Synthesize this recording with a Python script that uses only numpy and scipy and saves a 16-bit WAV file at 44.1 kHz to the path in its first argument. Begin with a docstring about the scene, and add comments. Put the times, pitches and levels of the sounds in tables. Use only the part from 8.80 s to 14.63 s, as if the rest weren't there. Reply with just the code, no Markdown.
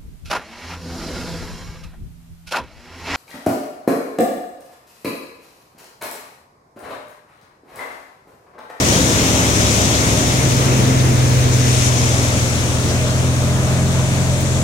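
"""A tractor-driven grain thresher runs in a farmyard while the microphone is carried about beside it.
It opens on strong sieve hiss over a faint diesel; the drum's belt-driven hum peaks in the first second.
Near 2 s the blower's rumble swells, the firing note comes up and the chaff spout's hollow note drops out.
The hiss jumps near 3.1 s; at 3.4 s a load sags the engine most, bending its orders and the drum's together.
It ends on diesel and thinner, brighter hiss; brief chaff spurts, shaped from noise, dot the whole walk."""
import sys
import numpy as np
from scipy import signal
from scipy.fft import rfft, irfft, next_fast_len
from scipy.io import wavfile
from scipy.ndimage import uniform_filter1d, map_coordinates

SR = 44100
rng = np.random.default_rng(int(sys.argv[2]) if len(sys.argv) > 2 else 0)


def int16_out(signal):
    """Quantize to a 16-bit WAV file."""
    q = np.round(np.clip(np.atleast_2d(signal).T, -1, 1) * 32767)
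    wavfile.write(sys.argv[1], SR, q.astype(np.int16))


N = 257103

# Spurts of chaff: start_s (the peak), level_db, centre_hz, width_s
CHAFF_SPURTS = [(1.149, -26, 4000, 0.0045), (2.202, -31, 3810, .008), (2.735, -30, 6500, 0.014),
                (3.058, -35, 7000, 0.019), (3.44, -39, 10500, .01), (4.1, -30, 5200, 0.0097),
                (5.614, -38, 13500, .01)]

# Tone colour of each noise layer: pitch_hz, level_db
RUMBLE_COLOUR = [(20, -28), (33, -25), (55, -2.5), (90, 0), (140, 1.5), (200, 1), (290, -1), (400, -3.5),
                 (500, -4.5), (700, -14.5), (1400, -55)]
ROAR_COLOUR = [(250, -16.5), (420, -9.5), (520, -1), (640, -0.5), (790, -4), (1000, -5), (1250, -7),
               (1600, -10), (2300, -15), (5000, -40)]
SPOUT_COLOUR = [(400, -36), (545, -15), (590, 0), (622, 4.5), (660, -13), (850, -48)]
STRAW_COLOUR = [(700, -7), (1300, -3), (1750, -3), (2200, 0), (2900, -2.5), (3600, -1.5), (4500, -5),
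                (5500, -8.5), (9000, -51), (16000, -60)]
GRAIN_COLOUR = [(3000, -25), (4600, -12.5), (5300, -3), (6000, -1), (6600, -0.5), (7500, -4.5), (8500, -15),
                (10000, -30), (16000, -55)]
HUSK_COLOUR = [(5500, -29), (7500, -4), (8400, 0.5), (9300, -3), (10700, -5), (12000, -14), (16000, -34)]
DUST_COLOUR = [(6000, -30), (10000, -6), (11200, 0.5), (12500, 0.5), (15800, -2.5)]

# Likeness of the two microphone ports: pitch_hz, correlation (0 to 1)
PORT_LIKENESS = [(40, 0.66), (170, 1), (300, 0.78), (450, 0.77), (650, 1), (900, 0.27), (1600, 0.62),
                 (2400, 0.27), (4000, 0.14), (6000, 0.049), (16000, .03)]
# Shading of the right port from the hiss: pitch_hz, left_minus_right_db
PORT_SHADE = [(35, -2), (70, 3.5), (130, 0), (260, 0), (800, 0), (1300, 1), (2500, 2), (3600, 4), (4700, 3),
              (6100, 10), (7300, 6.5), (8500, 10.5), (13500, 11), (15800, 13)]
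# Phase by which the left port leads: pitch_hz, lead_radians
PORT_LEAD = [(40, -1), (70, -.65), (130, -.4), (260, 0), (420, .25), (800, 0)]
# Bearing of the machine: time_s, left_lead_s
MACHINE_BEARING = [(0, .00032), (1.2, 0.00032), (2.2, 0.00047), (2.8, 0.00046), (3.4, .00028), (4, .00019),
                   (5.83, .00017)]
# How far the machine's front faces the microphone: time_s, share of hiss power (0 to 1)
FRONT_SHARE = [(0, 0.096), (3.2, 0.0066), (4.2, 0.33), (5.83, 1)]

# Sieve hiss before the grain's trim: time_s, level_db
SIEVE_HISS = [(0.0, -25), (0.1, -23.5), (0.63, -25.5), (0.92, -24), (1.7, -28), (2.34, -32), (2.68, -31),
              (3.09, -24), (3.1, -28.5), (3.18, -26.5), (4.03, -32), (4.64, -34.5), (5.83, -33)]
# Engine firing note before its trim: time_s, level_db
FIRING_NOTE = [(0.0, -31), (0.03, -28), (0.89, -30), (2.06, -15), (2.78, -14.5), (3.93, -22), (4.38, -18.5),
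               (5.73, -19.5), (5.83, -19)]
# Other engine orders, faded evenly: crankshaft_multiple, start_level_db, end_level_db
ENGINE_ORDERS = [(2, -42, -34.5), (3, -33, -47), (4, -28, -23.5), (8, -31, -31), (10, -32, -33),
                 (12, -26, -35), (14, -30, -41.5), (16, -33, -51.5), (18, -41, -43)]
# Quiet or loud spots in an order's standing wave: crankshaft_multiple, time_s, change_db, width_s
STANDING_WAVE_SPOTS = [(4, 1.2, -16, .5), (8, 2.8, -13.5, 0.78), (8, 5.15, 5, 0.25), (10, 2.6, -7.5, 0.83),
                       (10, 4.94, 3, .3), (12, 5.1, -9, 0.29)]
# Drum orders: drum_multiple, peak_level_db, peak_s, rise_db_per_s, fall_db_per_s
DRUM_LINES = [(2, -38, 2.4, 6, 4), (4, -26.5, 0.83, 3, 3.5), (6, -22.5, .6, 17, 1.2)]
# Loads dragging the crankshaft down: time_s, lost_turns_per_s, width_s
ENGINE_LOADS = [(1.3, .42, .4), (3.45, 1.55, .95)]

FREE_TURNS_PER_S = 22.05  # unloaded crankshaft
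BELT_RATIO = .824  # drum turns per crankshaft turn
RUMBLE_START_DB, RUMBLE_FADE_DB_PER_S = -21, 0.79
BODY_HZ, BODY_START_DB, BODY_FADE_DB_PER_S = 250, 1, .5  # extra level and fade above this pitch
SURGE_S, SURGE_WIDTH_S, SURGE_DB = 1.99, 0.16, 3.5  # the rumble swells once
ROAR_START_DB, ROAR_FADE_DB_PER_S = -26.5, 1.0
SPOUT_DB = -36
AWAY_S, AWAY_WIDTH_S, AWAY_LOSS_DB = 2.53, 0.25, 13  # spout note lost as the microphone turns away
HISS_FULL_DB = -24  # hiss level at which the layers that follow it stand at full_db
TOP_HZ = 15830


def amp(db):
    """Decibels to gain."""
    return 10 ** (np.asarray(db) / 20)


def unit(x):
    """Scale to rms 1."""
    return x / np.sqrt(np.mean(x ** 2) + 1e-20)


def along(points, hz):
    """Read a curve of (pitch, value) points on a log pitch axis."""
    f, v = np.transpose(points)
    return np.interp(np.log(hz + 1), np.log(f + 1), v)


def curve(rows):
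    """Stretch (time, value) rows to one value per sample."""
    s, values = np.transpose(rows)
    return np.interp(np.arange(N) / SR, s, values)


def swell(s, width):
    """A bell of height 1 around a moment; width is its standard deviation in seconds."""
    return np.exp(-.5 * ((np.arange(N) / SR - s) / width) ** 2)


def fade(db_per_s, s=0):
    """Decibels lost evenly with the time from a moment, on either side."""
    return db_per_s * np.abs(np.arange(N) / SR - s)


def wobble(rate):
    """A smooth random curve, rate knots a second."""
    knots = rng.standard_normal(int(N * rate / SR) + 4)
    return map_coordinates(knots, [np.arange(N) * rate / SR])


def filtered(x, response):
    """Shape x by a complex response of frequency."""
    m = next_fast_len(N + SR // 4)
    spectrum = rfft(x, m) * response(np.fft.rfftfreq(m, 1 / SR))
    return irfft(spectrum, m)[..., :N]


def ports(pair, colour):
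    """Two unrelated signals become a coloured field at the two microphone ports, rms 1 in the middle."""
    def mid_side(hz):
        turn = np.arccos(np.clip(along(PORT_LIKENESS, hz), -1, 1)) / 2
        return amp(along(colour, hz)) * [np.cos(turn), np.sin(turn)]

    def left_right(hz):
        left = amp(along(PORT_SHADE, hz) / 2) * np.exp(.5j * along(PORT_LEAD, hz))
        return np.array([left, 1 / left])

    mid, side = filtered(pair, mid_side)
    out = filtered(np.array([mid + side, mid - side]), left_right)
    return out / np.std(out.mean(axis=0))


def turbulence(patchy_db):
    """Two noises whose strength drifts together in patches of time and pitch."""
    z = signal.stft(rng.standard_normal((2, N)), nperseg=512)[2]
    field = rng.standard_normal(z.shape[1:])
    field = uniform_filter1d(field, size=9, axis=0)  # smooth over pitch
    field = uniform_filter1d(field, size=14, axis=1)  # smooth over time
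    return signal.istft(z * amp(patchy_db * unit(field)), nperseg=512)[1][:, :N]


def impacts(rate, spread_db):
    """Tiny hits of uneven size, about rate a second in each channel."""
    hit = rng.random((2, N)) < rate / SR
    size = amp(spread_db * rng.standard_normal((2, N)))
    return unit(hit * rng.standard_normal((2, N)) * size)


def heard_from_machine(direct, echo, echo_db):
    """Direct sound follows the bearing; unrelated noise from the mirrored side stands for the yard wall."""
    shift = curve(MACHINE_BEARING) * SR / 2

    def advanced(x, by):
        return map_coordinates(x, [np.arange(N) + by], mode="mirror")

    left = advanced(direct[0], shift) + amp(echo_db) * advanced(echo[0], -shift)
    right = advanced(direct[1], -shift) + amp(echo_db) * advanced(echo[1], shift)
    return np.array([left, right]) / np.std((left + right) / 2)


def shaft_line(speed, level_db, order, flutter_db, jitter):
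    """One order of a turning shaft as a sine, slightly unsteady in level and phase, at both ports."""
    turns = order * np.cumsum(speed) / SR + rng.random()
    phase = 2 * np.pi * turns + jitter * wobble(7)  # jitter in radians
    hz = order * speed.mean()
    half = np.array([[.5], [-.5]])  # left and right each take half the difference
    gain = amp(level_db + flutter_db * wobble(9) + half * along(PORT_SHADE, hz))
    return np.sqrt(2) * gain * np.sin(phase + half * along(PORT_LEAD, hz))


def crankshaft():
    """Turns a second: the engine sags under each load and recovers."""
    return FREE_TURNS_PER_S - sum(sag * swell(s, width) for s, sag, width in ENGINE_LOADS)


def spurts():
    """Each wad of chaff scrapes past as a short bell of noise peaking around one pitch."""
    out = np.zeros((2, N))
    for s, db, hz, width in CHAFF_SPURTS:
        colour = [(hz / 4, -50), (hz / 2, -13), (hz, 0), (hz * 1.3, -7), (hz * 2, -26), (hz * 4, -60)]
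        out += amp(db) * swell(s, width) * ports(rng.standard_normal((2, N)), colour)
    return out


def with_hiss(full_db, follows, fade_db_per_s):
    """Gain of a layer that takes a share of the hiss's swings and recedes along the walk."""
    swing_db = curve(SIEVE_HISS) - HISS_FULL_DB
    return amp(full_db + follows * swing_db - fade(fade_db_per_s))


def sieve_hiss(brightening):
    """Grain patters on the steel sieves; seen from the front, the hiss sits a little higher."""
    front = np.clip(curve(FRONT_SHARE), 0, 1)

    def patter(colour):
        return ports(turbulence(patchy_db=0.0) + .6 * impacts(rate=5000, spread_db=4.5), colour)

    front_colour = [(hz * brightening, db) for hz, db in GRAIN_COLOUR]
    return np.sqrt(1 - front) * patter(GRAIN_COLOUR) + np.sqrt(front) * patter(front_colour)


def crop():
    """Straw rushes through the drum; grain, husks and dust hiss over the sieves as noise and tiny hits."""
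    def stalks():
        return ports(turbulence(patchy_db=1.73) + .5 * impacts(rate=2500, spread_db=2.5), STRAW_COLOUR)

    straw = heard_from_machine(stalks(), stalks(), echo_db=-3.5)
    straw = with_hiss(full_db=-25.0, follows=0.54, fade_db_per_s=0.59) * straw
    grain = amp(curve(SIEVE_HISS) + 0.47) * sieve_hiss(brightening=1.087)
    husks = ports(turbulence(patchy_db=1.4) + .5 * impacts(rate=4000, spread_db=6.0), HUSK_COLOUR)
    husks = with_hiss(full_db=-32.0, follows=0.72, fade_db_per_s=0.13) * husks
    dust = ports(turbulence(patchy_db=1.0) + .3 * impacts(rate=4000, spread_db=5), DUST_COLOUR)
    dust = with_hiss(full_db=-36.5, follows=.3, fade_db_per_s=1.5) * dust
    feed_db = 0.31 * wobble(22.04)  # the crop passes in uneven wads
    return amp(feed_db) * (straw + grain + husks + dust)


def blower_rumble():
    """Churned air rumbles in the steel housing, swells once and recedes, its upper body faster."""
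    level_db = RUMBLE_START_DB - fade(RUMBLE_FADE_DB_PER_S) + SURGE_DB * swell(SURGE_S, SURGE_WIDTH_S)
    churn = ports(turbulence(patchy_db=0.5), RUMBLE_COLOUR)
    deep = filtered(churn, lambda hz: 1 / (1 + (hz / BODY_HZ) ** 4))
    body = amp(BODY_START_DB - fade(BODY_FADE_DB_PER_S)) * (churn - deep)
    return amp(level_db + 0.35 * wobble(13)) * (deep + body)


def blower_roar():
    """Turbulent air roars out of the housing and slowly recedes."""
    def air():
        return ports(turbulence(patchy_db=1.1), ROAR_COLOUR)

    level_db = ROAR_START_DB - fade(ROAR_FADE_DB_PER_S) + .4 * wobble(9.1)
    return amp(level_db) * heard_from_machine(air(), air(), echo_db=-6.0)


def chaff_spout():
    """Blown air rings the spout: narrow-band noise that drops out as the microphone turns away."""
    level_db = SPOUT_DB - AWAY_LOSS_DB * swell(AWAY_S, AWAY_WIDTH_S)
    return amp(level_db) * ports(turbulence(patchy_db=2.0), SPOUT_COLOUR)


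def drum():
    """The belt turns the drum at a fixed share of the engine's speed, so the two hums beat."""
    t, hum = np.arange(N) / SR, np.zeros((2, N))
    speed = BELT_RATIO * crankshaft()
    for multiple, db, s, rise, fall in DRUM_LINES:
        level_db = db - fade(np.where(t < s, rise, fall), s)
        hum += shaft_line(speed, level_db, order=multiple, flutter_db=0.1, jitter=0.22)
    return hum


def engine():
    """The exhaust drone; its orders swell and fade as the microphone moves between the walls."""
    speed = crankshaft()
    drone = shaft_line(speed, curve(FIRING_NOTE) - .5, order=6, flutter_db=.5, jitter=.06)
    for multiple, start_db, end_db in ENGINE_ORDERS:
        level_db = np.linspace(start_db, end_db, N)
        for spot_multiple, s, change_db, width in STANDING_WAVE_SPOTS:
            if spot_multiple == multiple:
                level_db += change_db * swell(s, width)
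        drone += shaft_line(speed, level_db, order=multiple, flutter_db=1.0, jitter=.1)
    return drone


def scene():
    """The whole machine in the open yard."""
    blower = blower_rumble() + blower_roar() + chaff_spout()
    return spurts() + crop() + blower + drum() + engine()


def record(dry):
    """The recorder keeps nothing above its band limit."""
    return filtered(dry, lambda hz: hz < TOP_HZ)


dry = scene()
out = record(dry)
int16_out(out)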